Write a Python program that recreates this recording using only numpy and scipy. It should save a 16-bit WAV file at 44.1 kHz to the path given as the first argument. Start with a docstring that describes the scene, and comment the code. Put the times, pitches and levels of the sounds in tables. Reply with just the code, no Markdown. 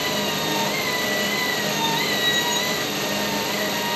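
"""A circular knitting machine runs steadily in a factory hall. From the start, hundreds of needles
rattle through their cams and blur into a whirr, over the throbbing hum of motor and gears and under
a thin hiss. Throughout, a turning part sings near 1 kHz, its overtones swelling in turn. At 0.5 s comes
a low boom; soon after, the sagging pitch of the whine jumps up, as it does four more times. From 1.8 s
the booms come more often, and near 3.6 s the last jump breaks into a rasp as a drone swells briefly."""
import sys
import numpy as np
from scipy import signal
from scipy.fft import rfft, irfft
from scipy.io import wavfile

SR = 44100
rng = np.random.default_rng(int(sys.argv[2]) if len(sys.argv) > 2 else 0)


def pcm_store(signal):
    """Save signal as 16-bit PCM."""
    levels = np.round(np.clip(np.atleast_2d(signal), -1, 1) * 32767)
    wavfile.write(sys.argv[1], SR, levels.astype(np.int16).T)


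N = 174195
TIME = np.arange(N) / SR


def from_db(db):
    """Amplitude ratio: a factor of ten for every 20 dB."""
    return 10 ** (np.asarray(db) / 20)


def unit_rms(x):
    """Normalisation to a mean power of one."""
    return x / np.sqrt(np.mean(x ** 2) + 1e-20)


def in_time(rows):
    """Linear interpolation of (time_s, value) rows at every sample."""
    return np.interp(TIME, *np.transpose(rows))


def gaussian(centre_s, half_s):
    """A Gaussian envelope of height 1, down to 1/e at half_s from its centre."""
    return np.exp(-((TIME - centre_s) / half_s) ** 2)


def drift(rate_hz):
    """Random fluctuation of unit power: noise through a two-pole low-pass at rate_hz."""
    step, settle = 40, 2000   # samples per slow step; steps for the filter to settle
    pole = np.exp(-2 * np.pi * rate_hz * step / SR)
    noise = rng.standard_normal(N // step + settle + 2)
    slow = signal.lfilter([1], [1, -2 * pole, pole * pole], noise)[settle:]
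    return np.interp(np.arange(N) / step, np.arange(len(slow)), unit_rms(slow))


def scatter(rate_hz):
    """A random phasor of unit power: amplitude and phase both fluctuate."""
    return (drift(rate_hz) + 1j * drift(rate_hz)) / np.sqrt(2)


def wavering_tone(pitch_hz, waver, rate_hz, clock=TIME):
    """Narrow-band modulation: a steady phasor plus a random one, at unit power."""
    phasor = 1 + waver * np.sqrt(2) * scatter(rate_hz)
    carrier = np.exp(2j * np.pi * (pitch_hz * clock + rng.random()))
    return unit_rms(np.real(phasor * carrier))


def coloured(white, spectrum):
    """Source and filter: white excitation takes on a spectral density, silent above its last row."""
    hz, db = np.transpose(spectrum)
    bins_hz = np.maximum(np.arange(N // 2 + 1) * SR / N, 1)
    gain = from_db(np.interp(np.log(bins_hz), np.log(hz), db, right=-np.inf))
    return irfft(rfft(white) * gain, N) * np.sqrt(SR / 2)


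# Spectrum of the needle whirr, broad, strongest in the low mids, with little above 8.5 kHz:
# frequency_hz, relative_density_db
WHIRR_SPECTRUM = [(25, -86), (50, -80), (70, -73.5), (100, -68.5), (140, -59), (200, -58), (280, -57),
                  (400, -59), (560, -58), (750, -58.5), (860, -62.5), (1000, -64), (1150, -65.5),
                  (1400, -67), (1700, -66.5), (2250, -64.5), (2800, -63.5), (3400, -65.5), (4100, -62),
                  (4600, -64), (4900, -70.5), (5300, -73), (6000, -69), (6600, -69), (7500, -72),
                  (7900, -76), (8450, -75.5), (8800, -102), (10300, -92.5), (11000, -112)]

def needle_whirr(ticks_per_s=2500, tick_spread_db=2, tick_power_share=0.31):
    """Shot noise: dense needle impacts merge with sliding friction into a broad whirr."""
    strengths = from_db(tick_spread_db * np.minimum(rng.exponential(1, N), 4))
    signs = rng.choice([-1, 1], N)
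    struck = rng.random(N) < ticks_per_s / SR
    ticks = unit_rms(strengths * signs * struck)
    sliding = rng.standard_normal(N)
    contact = np.sqrt(tick_power_share) * ticks + np.sqrt(1 - tick_power_share) * sliding
    level_db = -1 + 0.5 * drift(rate_hz=16)
    return from_db(level_db) * coloured(contact, WHIRR_SPECTRUM)


# Envelope of each harmonic of the whine, keyed by its number: time_s, relative_level_db
HARMONIC_LEVELS = { 1: [(0, -38.5), (.34, -36), (.44, -35.5), (.64, -24.5), (.73, -45), (.94, -32),
                   (1.16, -55), (1.42, -33.5), (1.53, -37.5), (1.74, -39.5), (1.82, -24.5), (1.9, -32),
                   (1.955, -26.5), (2.0, -38), (2.28, -46.5), (2.49, -29), (2.59, -38.5), (2.71, -34),
                   (2.78, -46), (3.38, -34.5), (3.52, -39.5), (3.94, -32.5)], 2: [(0, -50), (.06, -25.5),
                   (.11, -36.5), (.6, -38), (.8, -30), (1.11, -26.5), (1.2, -29), (1.5, -26.5), (1.88, -41),
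                   (2.01, -27.5), (2.15, -28.5), (2.35, -24), (2.44, -29.5), (2.55, -32.5), (2.69, -31),
                   (2.8, -32.5), (2.93, -42), (3.18, -34.5), (3.4, -42), (3.54, -35), (3.62, -27.5),
                   (3.7, -37), (3.94, -33)], 3: [(0, -33), (.06, -36), (.15, -36), (.31, -32), (.44, -57),
                   (.56, -32.5), (.68, -42), (1, -44), (1.1, -36.5), (1.25, -32.5), (1.35, -37), (1.8, -37),
                   (1.88, -40), (2.2, -34), (2.29, -40), (2.55, -35), (2.65, -43), (2.83, -50), (2.94, -36),
                   (3.03, -38), (3.16, -33), (3.22, -42), (3.7, -41), (3.94, -38)], 4: [(0, -35),
                   (.25, -36.5), (.48, -31.5), (.77, -38.5), (.89, -35), (1.03, -38), (1.21, -43),
                   (1.38, -34), (1.74, -38), (1.86, -25), (1.92, -39), (1.98, -27), (2.04, -30),
                   (2.16, -27), (2.22, -30), (2.27, -19.5), (2.32, -27), (2.36, -23.5), (2.44, -28),
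                   (2.5, -26), (2.6, -31), (2.66, -33), (2.78, -36), (3.43, -43), (3.94, -36.5)],
                   6: [(0, -43), (.23, -51), (.6, -45), (.98, -45), (1.4, -49), (1.79, -48), (2.31, -49),
                   (2.68, -37), (2.83, -51), (3.94, -53)], 7: [(0.0, -46), (0.62, -38.5), (0.69, -47),
                   (1.15, -62), (1.24, -37), (1.32, -56), (1.75, -37), (2.3, -48), (2.35, -29.5),
                   (2.48, -44), (2.53, -26), (2.6, -44), (2.99, -41.5), (3.61, -49), (3.72, -44),
                   (3.94, -55)], }
# Noisy share of the fundamental's power, greatest at pitch jumps: time_s, roughness_fraction
ROUGHNESS = [(0, 0.07), (.3, 0.22), (.5, 0), (.66, .15), (.76, 0.33), (.85, 0.37), (.95, 0.06), (1.25, 0),
             (1.33, 0.09), (1.6, 0.11), (1.85, 0.04), (1.97, 0.17), (2.05, 0.46), (2.14, 0.09),
             (2.25, 0.01), (2.55, 0.02), (2.66, 0.02), (2.9, 0.24), (3.15, .08), (3.45, 0.02), (3.56, 0.82),
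             (3.64, .65), (3.73, 0), (3.95, 0)]

def whine_harmonics(pitch_hz, rasp_width_hz=20, flutter_db=0.98):
    """A harmonic series: roughness moves power from each line into a noise band, higher ones first."""
    phase = 2 * np.pi * np.cumsum(pitch_hz) / SR
    smoothness = np.clip(1 - in_time(ROUGHNESS), 0, 1)
    out = 0
    for number, levels in HARMONIC_LEVELS.items():
        tonal_share = smoothness ** number
        phasor = np.sqrt(tonal_share) + np.sqrt(1 - tonal_share) * scatter(rasp_width_hz * number)
        gain = from_db(in_time(levels) + flutter_db * drift(rate_hz=22))
        out += np.sqrt(2) * gain * np.real(phasor * np.exp(1j * number * phase))
    return out


def hall(x, t60_s=0.51, delay_s=0.016):
    """Diffuse reverberation: convolution with exponentially decaying noise of unit energy."""
    t = TIME[:SR]
    tail = rng.standard_normal(SR) * 1e-3 ** (t / t60_s) * (t > delay_s)
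    return signal.fftconvolve(x, tail / np.sqrt(np.sum(tail ** 2)))[:N]


# Fundamental of the singing part, jumping and sagging: time_s, pitch_hz
WHINE_FUNDAMENTAL = [(0.0, 995), (0.11, 988), (0.31, 937.5), (0.51, 921), (0.645, 908.5), (0.7, 995),
                     (0.76, 1070), (0.88, 1002.0), (1.01, 985), (1.27, 979.5), (1.31, 1017), (1.48, 991),
                     (1.7, 931), (1.84, 912), (1.95, 913), (2.04, 1046), (2.12, 984), (2.2, 966.4),
                     (2.57, 955), (2.63, 1002), (2.69, 1004), (2.9, 928), (2.98, 915), (3.14, 934),
                     (3.3, 909.6), (3.45, 908), (3.54, 1021), (3.63, 953), (3.76, 941), (3.95, 942)]

def whine(held_jitter_hz=1.0, glide_jitter_s=0.00388, smear_hz=2.53):
    """Frequency modulation: a turning part jitters as it glides; the turning frame smears its echoes."""
    pitch_hz = in_time(WHINE_FUNDAMENTAL)
    glide_hz_per_s = np.abs(np.gradient(pitch_hz)) * SR
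    jitter_hz = held_jitter_hz + glide_jitter_s * glide_hz_per_s
    pitch_hz += jitter_hz * drift(rate_hz=68.5)
    echoes = hall(whine_harmonics(pitch_hz + smear_hz * drift(rate_hz=16.9)))
    direct = whine_harmonics(pitch_hz)
    return from_db(-1) * direct + from_db(-9) * echoes


# Drive tones that swell and fade:
# pitch_hz, throb_fraction, waver_ratio, waver_rate_hz, envelope rows of (time_s, relative_level_db)
DRIVE_TONES = [ (155.7, 0.07, 0.23, 6.4, [(0, -39), (.2, -45), (.32, -33.5), (1.15, -54), (1.55, -46),
               (1.8, -37.5), (2.5, -43.5), (3.95, -51)]), (203.6, 0.99, 0.12, 3.6, [(0, -41), (.22, -30.5),
               (.43, -36), (.65, -31), (.78, -41.5), (.95, -48), (1.06, -36), (1.27, -30.5), (1.47, -38),
               (1.68, -32), (1.82, -36.5), (1.92, -32), (2.1, -34.5), (2.58, -36.5), (2.7, -41),
               (3.03, -38), (3.15, -33.5), (3.8, -35), (3.95, -37)]), (612, 0.36, 0.32, 15, [(0, -42),
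               (.07, -33), (.2, -33), (.42, -41), (.6, -34), (.98, -40), (1.17, -29.5), (1.46, -50),
               (1.55, -37), (1.7, -32), (1.77, -52), (1.95, -51), (2.18, -33), (2.38, -45), (2.55, -36.5),
               (2.97, -46), (3.05, -32.5), (3.18, -31.5), (3.39, -42), (3.6, -36), (3.95, -41.5)]), ]
# Uneven dips in level that the drive tones share: centre_s, depth_fraction
THROB_DIPS = [(.09, 0.9), (.31, 0.63), (.51, 0.6), (.86, 0.5), (1.18, .7), (1.38, 0.5), (1.55, 0.81),
              (1.99, 0.74), (2.26, 0.95), (2.46, .6), (2.83, 0.8), (3.48, 0.96)]

def drive_drones(dip_half_s=0.049, speed_wander=0.0073):
    """Amplitude and frequency modulation: tones of one drive throb together and follow its speed."""
    dips = sum(depth * gaussian(centre_s, dip_half_s) for centre_s, depth in THROB_DIPS)
    clock = np.cumsum(1 + speed_wander * drift(rate_hz=10.3)) / SR
    out = 0
    for pitch_hz, throb, waver, rate_hz, levels in DRIVE_TONES:
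        envelope = from_db(in_time(levels)) * np.clip(1 - throb * dips, 0, 1)
        out += envelope * wavering_tone(pitch_hz, waver, rate_hz, clock)
    return out


# Faint steady tones of motor and gears: pitch_hz, level_db
HUM_LINES = [(80.7, -55), (105, -57), (134.6, -55), (293.4, -46), (403, -45), (449.5, -47), (476.4, -54),
             (500.6, -49.5), (553.1, -52), (804.8, -51.5), (1075.3, -49.5), (1098.2, -50), (1441.4, -59),
             (1609.6, -49), (2012, -46.5)]

def motor_and_gears():
    """Periodic forces give a line spectrum: a faint hum, a firm gear tone and a fluttering one."""
    hum = sum(from_db(db) * wavering_tone(hz, waver=0.32, rate_hz=2.3) for hz, db in HUM_LINES)
    firm_gear = from_db(-38) * wavering_tone(pitch_hz=426.5, waver=0.098, rate_hz=2.4)
    fluttering_gear = from_db(-43.5) * wavering_tone(pitch_hz=1210.5, waver=0.41, rate_hz=12)
    return hum + firm_gear + fluttering_gear


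# Brief swelling tones, low booms near 300 Hz and a late swell of the drone near 625 Hz:
# centre_s, pitch_hz, half_length_s, peak_db
SWELLS = [(0.501, 307, 0.066, -32), (1.853, 307, 0.067, -34), (2.381, 322.5, .07, -36),
          (2.94, 297.4, .07, -35.5), (3.149, 307.6, .09, -38), (3.35, 299, .07, -36.5),
          (3.63, 625.3, .065, -30)]

def swelling_tones():
    """Tone bursts: each rises and dies away at one frequency under a Gaussian envelope."""
    out = 0
    for centre_s, pitch_hz, half_s, peak_db in SWELLS:
        envelope = from_db(peak_db) * gaussian(centre_s, half_s)
        out += envelope * wavering_tone(pitch_hz, waver=0.1, rate_hz=14)
    return out


# Spectrum of the thin hiss: frequency_hz, density_db
HISS_SPECTRUM = [(11450, -115), (11620, -67), (12040, -67), (12200, -125)]

def high_hiss(flicker_db=0.1):
    """Band-limited noise near 12 kHz, its level flickering very slightly."""
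    gain = from_db(-flicker_db * drift(rate_hz=25))
    return gain * coloured(rng.standard_normal(N), HISS_SPECTRUM)


def scene():
    """Superposition: the sources of the machine add in one channel, heard from just in front."""
    mix = needle_whirr() + whine() + drive_drones() + motor_and_gears() + swelling_tones() + high_hiss()
    return mix[None]


def record(dry, cutoff_hz=12425):
    """Band limiting: an elliptic low-pass cuts the top steeply."""
    return signal.sosfilt(signal.ellip(10, .1, 80, cutoff_hz, fs=SR, output="sos"), dry)


dry = scene()
out = record(dry)
pcm_store(out)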